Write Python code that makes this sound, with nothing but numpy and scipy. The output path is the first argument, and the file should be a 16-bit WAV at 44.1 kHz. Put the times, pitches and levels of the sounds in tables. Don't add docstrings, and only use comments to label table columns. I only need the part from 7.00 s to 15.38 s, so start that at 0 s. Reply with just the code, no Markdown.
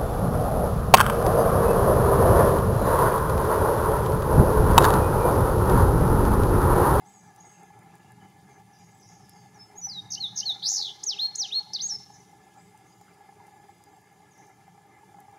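import sys
import numpy as np
from scipy import signal
from scipy.fft import rfft, irfft, next_fast_len
from scipy.io import wavfile
from scipy.ndimage import uniform_filter1d

SR = 44100
rng = np.random.default_rng(int(sys.argv[2]) if len(sys.argv) > 2 else 0)


def amplitude_ratio(level_db):
    exponent = np.asarray(level_db, float) / 20
    return 10 ** exponent


def to_wav(sig):
    pcm = np.clip(np.atleast_2d(sig), -1, 1) * 32767
    pcm = np.round(pcm).astype(np.int16)
    wavfile.write(sys.argv[1], SR, pcm.T)


N = 369558
TOP_HZ = 15750


def singer():
    trill_sound, falls = trill(), falling_flicks()
    snaps, notes = snap_notes(), whistled_notes()
    song = main_whistles(notes + snaps) + opening() + trill_sound + falls
    song = song * amplitude_ratio(1.2 * wobble(260))
    haze = song_haze(trill_sound + falls, snaps, notes)

    far_trees = trees(song, gap_s=.03, stretch=1.46, size=SR * 3 // 4) * amplitude_ratio(2.2 * wobble(60))
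    far_trees = filtered(far_trees, lambda f: f ** 4 / (f ** 4 + 2600.0 ** 4))
    near_trees = amplitude_ratio(-12) * trees(song, gap_s=0.0031, stretch=0.31, size=SR // 4)
    branch = amplitude_ratio(-14) * trees(song, gap_s=0.001019, stretch=0.058, size=SR // 16)
    middle = song + haze + near_trees + branch + amplitude_ratio(-17.5) * far_trees

    apart = amplitude_ratio(-33) * np.roll(middle, 40) + amplitude_ratio(-7.5) * np.roll(haze, 90)
    apart = apart + amplitude_ratio(-39.5) * np.roll(far_trees, -600)
    return middle, apart * amplitude_ratio(6 * wobble(30))


# (time [s], pitch [Hz], level [dB])
OPENING_NOTES = [
    [(2.545, 5880, -59), (2.555, 5900, -62), (2.583, 5280, -69)],
    [(2.588, 5140, -60), (2.608, 5264, -49), (2.63, 5195, -47), (2.64, 5350, -64)],
    [(2.813, 5990, -47.5), (2.849, 5900, -32.5), (2.869, 6000, -36.5), (2.876, 6000, -46),
     (2.898, 5000, -36), (2.94, 4040, -44), (2.984, 3760, -36.5), (3.002, 3724, -35), (3.008, 3700, -50)],
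]
# (time [s], pitch [Hz], level [dB])
PINCHED_NOTE = [
    [(2.754, 6240, -62.5), (2.784, 6730, -42), (2.8, 6750, -45), (2.81, 7030, -51)],
]
# (multiple [times pitch], level [dB])
SOFT_OVERTONES = [(2, -28), (3, -36)]


def opening():
    soft = whistles(OPENING_NOTES, SOFT_OVERTONES, edge_s=.002)
    return soft + whistles(PINCHED_NOTE, [(2, -21)], edge_s=.002)


# (time [s], pitch [Hz], slide [Hz], level [dB])
TRILL_ARCH = [(3.628, 3850, 2500, -29), (3.646, 4140, 2500, -25), (3.665, 4620, 2930, -21),
              (3.686, 5560, 3270, -20), (3.705, 6060, 3340, -21.5), (3.727, 6020, 3530, -22.5),
              (3.759, 5640, 3330, -21), (3.792, 4550, 1900, -24), (3.848, 3720, 1310, -27),
              (3.885, 3370, 1195, -31), (3.912, 3246, 1300, -36.5)]
# (pitch [Hz], slide [Hz], level [dB])
TRILL_SCATTER = [80, 250, .7]


def trill(count=28):
    start_s, gap_s, slows_s, limp_s = 3.629, .00936, .000045, .0005
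    k = np.arange(count)
    s = start_s + gap_s * k + slows_s * k * k
    s = s + limp_s * (k % 2 + rng.standard_normal(count))
    knots, *columns = np.transpose(TRILL_ARCH)
    arch = np.transpose([np.interp(s, knots, column) for column in columns])
    rows = np.column_stack([s, arch + rng.standard_normal((count, 3)) * TRILL_SCATTER])
    return flicks(rows, length_s=.017, bend=1.68, flattens=0.37, late=1.5, sharp=1.7, overtones=[(2, -34)])


# (start [s], stretch [times], pitch factor [times], strength [dB])
BURR_TIMES = [
    (3.1092, 1, 0.987, -4),
    (3.3644, 0.98, 1.002, -1),
]


def falling_flicks(count=4):
    rows = []
    for s, stretch, pitch, db in BURR_TIMES:
        for k in range(count):
            hz = pitch * 5880 - 41 * k * k
            slide_hz = -2650 - 115 * k * k
            first_db = -7.5 * (k == 0)
            rows.append((s + stretch * .0133 * k, hz, slide_hz, -22.5 + db + first_db))
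    return flicks(rows, length_s=.0165, bend=1.3, flattens=0, late=1.15, sharp=1.3, overtones=[(2, -40)])


# (start [s], stretch [times], pitch factor [times], strength [dB])
SWOOP_TIMES = [
    (4.031, 1.005, 1, 0),
    (4.349, 1.03, 1.003, -0.5),
]
# (time after start [s], pitch [Hz], level [dB])
SWOOP_SNAP = [
    [(0, 4120, -46.5), (.0095, 6530, -26.5), (.0145, 8040, -46.5)],
    [(.0015, 5280, -48), (.0065, 7300, -45.5), (.011, 9570, -40)],
]
# (time [s], pitch [Hz], level [dB])
LAST_SNAP = [
    [(4.729, 4320, -46), (4.732, 5800, -51), (4.735, 9000, -58)],
    [(4.732, 3420, -54), (4.735, 4830, -29.5), (4.738, 6190, -25)],
]


def snap_notes():
    return repeated(SWOOP_SNAP, SWOOP_TIMES) + LAST_SNAP


# (time after start [s], pitch [Hz], level [dB])
BURR_NOTES = [
    [(.05, 2830, -48), (.06, 2820, -50), (.071, 3080, -34.5), (.082, 3060, -45)],
    [(.092, 4440, -38), (.103, 4340, -27), (.125, 4010, -28), (.139, 3766, -23), (.155, 3525, -29),
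     (.169, 3507, -35)],
]
# (time after start [s], pitch [Hz], level [dB])
SWOOP_NOTES = [
    [(.021, 7250, -56), (.036, 6520, -30), (.061, 5520, -24), (.081, 4000, -29.5), (.092, 3440, -36.5),
     (.104, 3034, -35), (.115, 2680, -48.5), (.122, 2490, -61), (.13, 2200, -65)],
    [(.136, 3720, -42), (.143, 3760, -40)],
]
# (time [s], pitch [Hz], level [dB])
HELD_NOTES = [
    [(4.174, 2195, -59), (4.188, 3135, -39), (4.197, 3660, -25), (4.21, 4110, -31.5), (4.222, 4200, -25.5),
     (4.26, 4280, -25), (4.27, 4230, -31)],
    [(4.503, 2250, -56.5), (4.52, 3200, -38), (4.531, 3700, -29), (4.544, 4060, -31.5), (4.552, 4240, -27),
     (4.572, 4280, -24), (4.594, 4313, -29.5), (4.6, 4360, -36)],
]
# (time [s], pitch [Hz], level [dB])
CLOSING_NOTES = [
    [(4.738, 5980, -31), (4.745, 4870, -33.5), (4.751, 4610, -27), (4.769, 3584, -31.5)],
    [(4.785, 2870, -46.5), (4.809, 4160, -29.5), (4.817, 5340, -34.5), (4.823, 6170, -29.5),
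     (4.863, 6630, -29.5), (4.873, 6540, -41)],
    [(4.871, 8440, -57.5), (4.88, 8020, -46.5), (4.893, 6100, -33.5), (4.915, 5385, -28.5),
     (4.949, 5346, -30), (4.961, 5150, -34.5), (4.965, 5260, -41)],
]


def whistled_notes():
    paired = repeated(BURR_NOTES, BURR_TIMES) + repeated(SWOOP_NOTES, SWOOP_TIMES)
    return paired + HELD_NOTES + CLOSING_NOTES


# (multiple [times pitch], level [dB])
OVERTONES = [(2, -42), (3, -38)]


def main_whistles(notes):
    return whistles(notes, OVERTONES, edge_s=0.0025)


# (frequency [Hz], level [dB per Hz])
HAZE_COLOUR = [(6000, -49.5), (8000, -5.5), (10000, -1.5), (13000, -6.5), (16000, -11)]


def song_haze(flicked, snaps, notes):
    high_notes = filtered(whistles(notes, [], edge_s=.003), lambda f: f ** 6 / (f ** 6 + 4600.0 ** 6))
    slides = flicked + whistles(snaps, [], edge_s=.003) + 0.5 * high_notes
    slides = filtered(slides, lambda f: (f / 6000) ** 0.37)
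    flow = uniform_filter1d(np.abs(slides), size=250)
    out = amplitude_ratio(-28) * flow * patchy(hiss(HAZE_COLOUR), depth_db=10)
    return out + amplitude_ratio(-6) * trees(out, gap_s=.004, stretch=.4, size=SR // 8)


def repeated(notes, times):
    return [[(start + stretch * s, pitch * hz, db + gain_db) for s, hz, db in note]
            for start, stretch, pitch, gain_db in times for note in notes]


def whistles(notes, overtones, edge_s):
    out = np.zeros(N)
    for note in notes:
        s, hz, db = np.transpose(note)
        t = np.arange(s[0] - edge_s, s[-1] + edge_s, 1 / SR)
        ends = np.clip(np.minimum(t - t[0], t[-1] - t) / (2 * edge_s), 0, 1)
        glide = uniform_filter1d(np.interp(t, s, hz), size=90)
        gain = np.sqrt(2) * ends * amplitude_ratio(np.interp(t, s, db))
        add_membrane(out, t[0], glide, gain, overtones)
    return out


def flicks(rows, length_s, bend, flattens, late, sharp, overtones):
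    out, u = np.zeros(N), np.linspace(-.5, .5, round(length_s * SR))
    puff = np.sin(np.pi * (u + .5) ** late) ** sharp
    ease = np.sin(2.2 * u) / 2.2
    for s, hz, slide, db in rows:
        curl = (bend - flattens * slide / 1000) * (u * u - 1 / 12)
        add_membrane(out, s - length_s / 2, hz + slide * (ease + curl), amplitude_ratio(db) * puff, overtones)
    return out


# (frequency [Hz], level [dB])
BEAK = [(6000, -16), (8500, -3.5), (10500, 2), (13200, 0.5), (16000, -14)]


def add_membrane(out, start_s, hz, gain, overtones):
    turn = 2 * np.pi * (np.cumsum(hz) / SR + rng.random())
    knots = turn[::200]
    broken = amplitude_ratio(5 * np.interp(turn, knots, rng.standard_normal(len(knots))))
    broken = broken * np.sqrt(np.clip(gain / .05, 0, 1))
    tone = np.sin(turn)
    for k, db in overtones:
        tone = tone + broken * amplitude_ratio(db + along(BEAK, k * hz)) * (k * hz < TOP_HZ) * np.sin(k * turn)
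    out[round(start_s * SR):][:len(hz)] += gain * tone


# (frequency [Hz], time to fade by 60 dB [s])
TREE_FADE = [(2500, 0.66), (5000, 0.55), (9000, 0.23)]


def trees(x, gap_s, stretch, size):
    out, step = np.zeros(N + 2 * SR), SR // 8
    fade = np.hanning(2 * step + 1)[:-1]
    for a in range(0, N - 2 * step, step):
        piece = x[a:a + 2 * step]
        if piece.any():
            hz, t, z = signal.stft(rng.standard_normal(size), SR, nperseg=256)
            fade_s = stretch * along(TREE_FADE, hz)[:, None]
            tail = signal.istft(z * amplitude_ratio(-60 * t / fade_s), SR, nperseg=256)[1]
            echo = signal.fftconvolve(piece * fade, tail / np.linalg.norm(tail))
            out[a + round(gap_s * SR):][:len(echo)] += echo
    return out[:N]


# (time [s], from [Hz],
# to [Hz], level [dB], length [s])
FAR_NOTES = [(.052, 5800, 6500, -59, 0.015), (.067, 6500, 6750, -57, .025),
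             (.135, 6830, 6390, -54.5, 0.058), (.195, 6300, 5840, -63.5, 0.02),
             (.368, 5150, 5850, -66, .012), (.38, 5850, 6550, -60, 0.018), (.4, 6640, 6680, -51.5, 0.046),
             (.45, 6660, 6350, -53, 0.087), (.53, 2780, 2430, -65.5, 0.063), (.89, 2770, 2390, -68, 0.038),
             (1.05, 2900, 2720, -66, 0.027), (1.2, 3080, 2960, -65, 0.033), (.49, 2995, 2960, -72, .02),
             (1.0, 2900, 2600, -70, .03), (.42, 2750, 2940, -78, .05), (1.49, 6730, 6200, -64, 0.074),
             (1.725, 6330, 4890, -60.5, 0.11), (1.997, 6500, 4920, -58.5, 0.052),
             (2.1, 6000, 4600, -63, 0.027), (2.075, 6730, 6550, -68, 0.085), (2.33, 6560, 6320, -60.5, .09),
             (2.43, 6460, 6520, -68.5, 0.1), (2.55, 6530, 6500, -66, .12), (5.12, 6980, 5880, -55, 0.047),
             (5.145, 6000, 5900, -64, 0.014), (5.2, 6200, 5680, -60, 0.017),
             (3.347, 5570, 6700, -53.5, .01), (3.618, 4170, 4700, -41, .008), (3.926, 3007, 3500, -47, .01),
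             (5.57, 7420, 8000, -66, 0.15), (6.53, 7440, 7550, -74, 0.092), (6.68, 7700, 7800, -72.5, .12),
             (6.92, 7550, 7500, -72, .08), (7.45, 7180, 7200, -73.5, .15), (5.76, 6050, 5960, -76, 0.059),
             (.885, 5900, 5880, -70, .03), (1.26, 6650, 6500, -77, .1), (2.635, 7740, 7700, -71, .03),
             (5.865, 5900, 6900, -64, 0.077), (7.31, 6940, 5690, -60, 0.034),
             (7.345, 5800, 4840, -68.5, 0.024), (7.385, 5680, 6780, -59, 0.0148),
             (1.92, 7800, 7650, -65, 0.072)]
# (time [s], from [Hz], to [Hz], level [dB], length [s])
BUZZES = [(.06, 7730, 7850, -60, 0.24), (.22, 6500, 5800, -67, 0.082), (.45, 8240, 7600, -62, 0.17),
          (6.05, 7700, 6500, -82, .15), (1.77, 5850, 5700, -63, 0.07), (1.79, 6730, 6500, -61.5, 0.12),
          (1.91, 7800, 7650, -73, 0.089), (2.01, 5900, 5650, -58, 0.15), (2.03, 5300, 5200, -63, .1),
          (2.29, 5600, 4700, -63, .15), (2.075, 6680, 6360, -56.5, 0.1), (2.19, 5470, 5000, -63, 0.23),
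          (5.56, 6860, 7400, -66, 0.073), (7.37, 6380, 6100, -65, 0.06), (7.38, 5300, 5700, -73, .2),
          (5.92, 7000, 7100, -70, .2), (5.65, 7200, 7600, -74, .4), (.62, 6300, 6300, -70, .1)]


def far_birds():
    notes = whistles(settling(FAR_NOTES, slide_s=.027, fade_db_per_s=109), [], edge_s=.004)
    buzzes = whistles(settling(BUZZES, slide_s=0.088, fade_db_per_s=52), [], edge_s=0.012)
    buzzes = buzzes * unit(wobble(700))
    direct = notes * amplitude_ratio(5 * wobble(220)) + buzzes
    sent = amplitude_ratio(2) * notes * amplitude_ratio(2.5 * wobble(220)) + buzzes
    near_echo = amplitude_ratio(-8) * trees(sent, gap_s=.004, stretch=.5, size=SR // 4)
    far_echo = amplitude_ratio(-7) * trees(sent, gap_s=.02, stretch=1.4, size=SR // 2)
    return amplitude_ratio(-6) * direct + near_echo + far_echo


def settling(rows, slide_s, fade_db_per_s):
    notes = []
    for s, hz0, hz1, db, length in rows:
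        turn = .9 * length
        if abs(hz1 - hz0) > 450:
            turn = min(slide_s, turn)
        notes.append([(s, hz0, db), (s + turn, hz1, db - fade_db_per_s * turn),
                      (s + length, hz1, db - fade_db_per_s * length)])
    return notes


# (middle [s], half length [s], rise [dB])
INSECT_BOUTS = [
    (.3, 0.38, 12),
    (1.8, 1, 5),
    (5.95, 0.57, 15),
    (6.801, 0.36, 13.5),
]


def insect():
    band = filtered(rng.standard_normal(N), lambda f: np.exp(-((f - 4900) / 80) ** 2))
    return level(-87.5, INSECT_BOUTS) * amplitude_ratio(-3.5) * unit(band * amplitude_ratio(3.9 * wobble(40)))


# (time [s], peak [dB], pitch [Hz], left minus right [dB])
TWIG_TICKS = [(0.361, -47.5, 7900, 4), (0.632, -49, 9000, 0.0), (0.79, -51, 8900, 0.0),
              (0.9536, -49, 9100, 4), (1.119, -48, 9450, 2), (2.294, -39.5, 10800, 3),
              (2.8373, -44.5, 6800, 2), (5.5404, -58, 7110, -13), (5.775, -48.5, 7930, -2),
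              (5.86, -65, 7800, -6), (6.0119, -49, 7180, -1), (6.468, -51, 9360, 1), (6.838, -45, 7850, -1),
              (6.965, -56.5, 7600, -5), (7.468, -54, 7140, 0.0), (7.678, -61, 7150, 0.0),
              (7.7617, -60, 7300, -1), (7.9885, -60, 7150, 6), (8.203, -46, 10700, 4)]


def ticks():
    out, t = np.zeros((2, N + SR)), np.arange(SR // 100) / SR - .0013
    crackle = []
    for a, b, c, d in rng.random((round(16 * N / SR), 4)):
        crackle.append((a * N / SR, -63 - 1.7 * np.log(b + 1e-3), 6000 + 6000 * c, 8 * (d - .5)))
    for s, db, hz, pan_db in TWIG_TICKS + crackle:
        snap = np.exp(-(t / .00013) ** 2) * np.sin(2 * np.pi * hz * t)
        rattle = .2 * amplitude_ratio(-60 * np.abs(t) / .012) * rng.standard_normal(len(t))
        sides = amplitude_ratio(db + 6.5 + np.array([[.5], [-.5]]) * pan_db)
        out[:, round(s * SR):round(s * SR) + len(t)] += sides * (snap + rattle)
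    return filtered(out[:, :N], lambda f: f * f / (f * f + 5000 ** 2))


# (time [s], peak [dB], pitch [Hz])
KNOCKS = [(0.275, -50, 816), (0.468, -47.5, 833), (0.633, -47, 788), (0.702, -44, 832), (0.772, -49, 851),
          (0.858, -52, 793), (0.934, -48, 827), (1.044, -48.5, 800), (1.087, -54, 813), (1.181, -48, 850),
          (2.166, -51, 800), (2.203, -49, 780), (2.361, -49, 850), (2.388, -48, 813), (2.455, -47, 810),
          (2.653, -55, 805), (2.699, -46, 783), (2.869, -40, 802), (3.039, -55, 800), (3.191, -47, 800),
          (3.326, -48.5, 817), (3.385, -51, 806), (3.458, -44, 775), (3.717, -43.5, 800),
          (3.793, -42.5, 816), (3.9, -46.5, 799), (4.161, -46, 805), (4.312, -51, 804), (4.401, -52, 800),
          (4.416, -45, 797), (4.607, -44.5, 836), (4.669, -48, 836), (4.702, -44, 844), (4.882, -51, 800),
          (4.913, -48, 783), (5.0, -48, 810), (5.571, -45.5, 813), (5.745, -48.5, 853), (5.808, -51, 773),
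          (6.011, -45, 812), (6.205, -43.5, 810), (6.29, -44, 800), (6.323, -46, 823), (6.402, -48, 790),
          (6.479, -43.5, 823), (6.535, -47.5, 800), (6.599, -46, 810), (6.691, -43, 805),
          (6.804, -48.5, 804), (7.114, -52, 810), (7.436, -50, 830), (7.678, -44.5, 786), (7.776, -46, 799),
          (7.98, -49.5, 828), (8.009, -50, 826), (8.116, -51, 806), (8.143, -42, 812), (8.184, -41, 810),
          (8.281, -43, 816), (8.334, -48.5, 789),
          (6.4, -46, 950),
    (4.435, -43.5, 797),
    (4.457, -45.5, 764),
    (3.5, -43, 740),
    (5.1, -42.5, 824),
    (7.5, -46, 780),
    (7.2, -49, 800),
    (8.03, -45.5, 890),
]
# (frequency [Hz], level under the strongest mode [dB])
KNOCK_UPPER = [(1070, -15.5), (1300, -19.5), (1715, -19), (2100, -18), (420, -21)]


def knocks():
    out, t = np.zeros(N + SR), np.arange(SR // 15) / SR
    for s, db, hz in KNOCKS:
        upper = sum(rng.random() * amplitude_ratio(mode_db) * np.sin(2 * np.pi * mode_hz * t)
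                    for mode_hz, mode_db in KNOCK_UPPER)
        ring = (1 - np.exp(-t / 0.0038)) * amplitude_ratio(-60 * t / 0.053) * np.sin(2 * np.pi * hz * t)
        tap = (1 - np.exp(-t / .0007)) * amplitude_ratio(-60 * t / 0.033) * upper
        out[round(s * SR):][:len(t)] += amplitude_ratio(db + 6.5) * (ring + tap)
    return out[:N]


# (middle [s], half length [s], rise [dB])
MOTOR_SURGES = [
    (0.804, 0.55, 3),
    (2.748, 0.36, 3),
    (3.707, 0.49, 3.5),
    (4.65, 0.17, 1),
    (6.345, 0.33, 1.5),
    (8.3, 0.27, 2),
]
# (frequency [Hz], width [Hz], level [dB])
HOUSING_MODES = [(339, 168, -9.5), (414.5, 35.3, -4), (614, 120, -17.5), (811.2, 114, 1), (1009, 29, -11.5),
                 (1184, 90, -14), (1331, 223, -16.5), (1708.2, 113, -9), (2090, 147, -11.5),
                 (2349, 75, -16.5)]


def motor():
    shared = 2.2 * wobble(45)
    out = np.zeros(N)
    for c, w, db in HOUSING_MODES:
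        jolts = rng.standard_normal(N) * amplitude_ratio(db + shared + 2.37 * wobble(25))
        out += filtered(jolts, lambda f: (1j * f * w / (c * c - f * f + 1j * f * w)) ** 2)
    return level(-60, MOTOR_SURGES) ** .6 * amplitude_ratio(-22) * unit(out)


# (middle [s], half length [s], rise [dB])
GUSTS = [
    (1.3, 0.95, 5.4),
    (2.5, 0.25, 2.8),
    (3.15, 0.4, 10.3),
    (3.9, 0.12, 2.1),
    (5.0, 0.24, 6.7),
]
# (frequency [Hz], level [dB per Hz])
RUMBLE_COLOUR = [(12, -76), (20, -45.5), (53, -27.5), (57, -22.5), (68, -15.5), (118, 0), (151, -5),
                 (184, 1.5), (259, -20), (280, -11), (360, -25), (620, -120)]


def wind():
    rumble = unit(hiss(RUMBLE_COLOUR) * amplitude_ratio(0.81 * wobble(7.2)))
    return level(-62, GUSTS) * amplitude_ratio(1.6 * wobble(4.4)) * rumble


# (middle [s], half length [s], rise [dB])
LEAF_SWELLS = [
    (.8, 2, -1.5),
    (5.796, 0.85, 0),
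    (7.7, 1.8, -2.5),
]
# (frequency [Hz], level [dB per Hz])
LEAF_COLOUR = [(1470, -37), (2500, -1.5), (3630, -1.5), (4240, -7), (4840, -1), (5480, -4.5), (7020, 0.5),
               (8270, -7.5), (9890, -3), (14800, -15), (16000, -14.5)]


def leaves():
    return level(-66.5, LEAF_SWELLS) * amplitude_ratio(0.78 * wobble(30)) * patchy(hiss(LEAF_COLOUR), depth_db=4.5)


# (frequency [Hz], level [dB per Hz])
APART_COLOUR = [(35, -35), (60, -7.5), (621, -7), (822, -3), (882, -11.5), (2050, -13), (4120, -20.5),
                (4420, -20), (7400, -15.5), (9790, -12.5), (16000, -16)]


def microphone_difference():
    return amplitude_ratio(-75) * patchy(hiss(APART_COLOUR), depth_db=10)


def patchy(x, depth_db):
    z = signal.stft(x, nperseg=512)[2]
    field = uniform_filter1d(uniform_filter1d(rng.standard_normal(z.shape), size=2, axis=0), size=9, axis=1)
    dips = np.minimum(unit(field), .3)
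    return unit(signal.istft(z * amplitude_ratio(depth_db * dips), nperseg=512)[1][:N])


def thinned(x, holes_db, rarity):
    hz, _, z = signal.stft(x, SR, nperseg=1024)
    field = uniform_filter1d(uniform_filter1d(rng.standard_normal(z.shape), size=3, axis=0), size=11, axis=1)
    slots = np.minimum(unit(field) + rarity, 0) * (hz[:, None] > 1200)
    return signal.istft(z * amplitude_ratio(holes_db * slots), SR, nperseg=1024)[1][:N]


def hiss(spectrum):
    return unit(filtered(rng.standard_normal(N), lambda hz: amplitude_ratio(along(spectrum, hz))))


def level(rest_db, swells):
    t = np.arange(N) / SR
    return amplitude_ratio(rest_db + sum(db * np.exp(-((t - s) / half_s) ** 2) for s, half_s, db in swells))


def wobble(rate):
    knots = rng.standard_normal(int(N * rate / SR) + 4)
    return np.interp(np.arange(N) * rate / SR, np.arange(len(knots)), knots)


def filtered(x, response):
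    m = next_fast_len(N + SR // 2)
    return irfft(rfft(x, m) * response(np.fft.rfftfreq(m, 1 / SR)), m)[..., :N]


def along(points, hz):
    f, v = np.transpose(points)
    return np.interp(np.log(hz + 1), np.log(f + 1), v)


def unit(x):
    return x / np.sqrt(np.mean(x ** 2) + 1e-20)


def scene():
    song, song_side = singer()
    background = thinned(motor() + wind() + leaves(), holes_db=22, rarity=1.35)
    middle = song + far_birds() + insect() + knocks() + background
    side = song_side + microphone_difference()
    return np.array([middle + side, middle - side]) + ticks()


def band_limit(x):
    return signal.sosfilt(signal.butter(12, 16360, fs=SR, output="sos"), x)


def record(dry):
    mix = filtered(dry, lambda hz: hz < TOP_HZ)
    return band_limit(mix)


dry = scene()
out = record(dry)
to_wav(out)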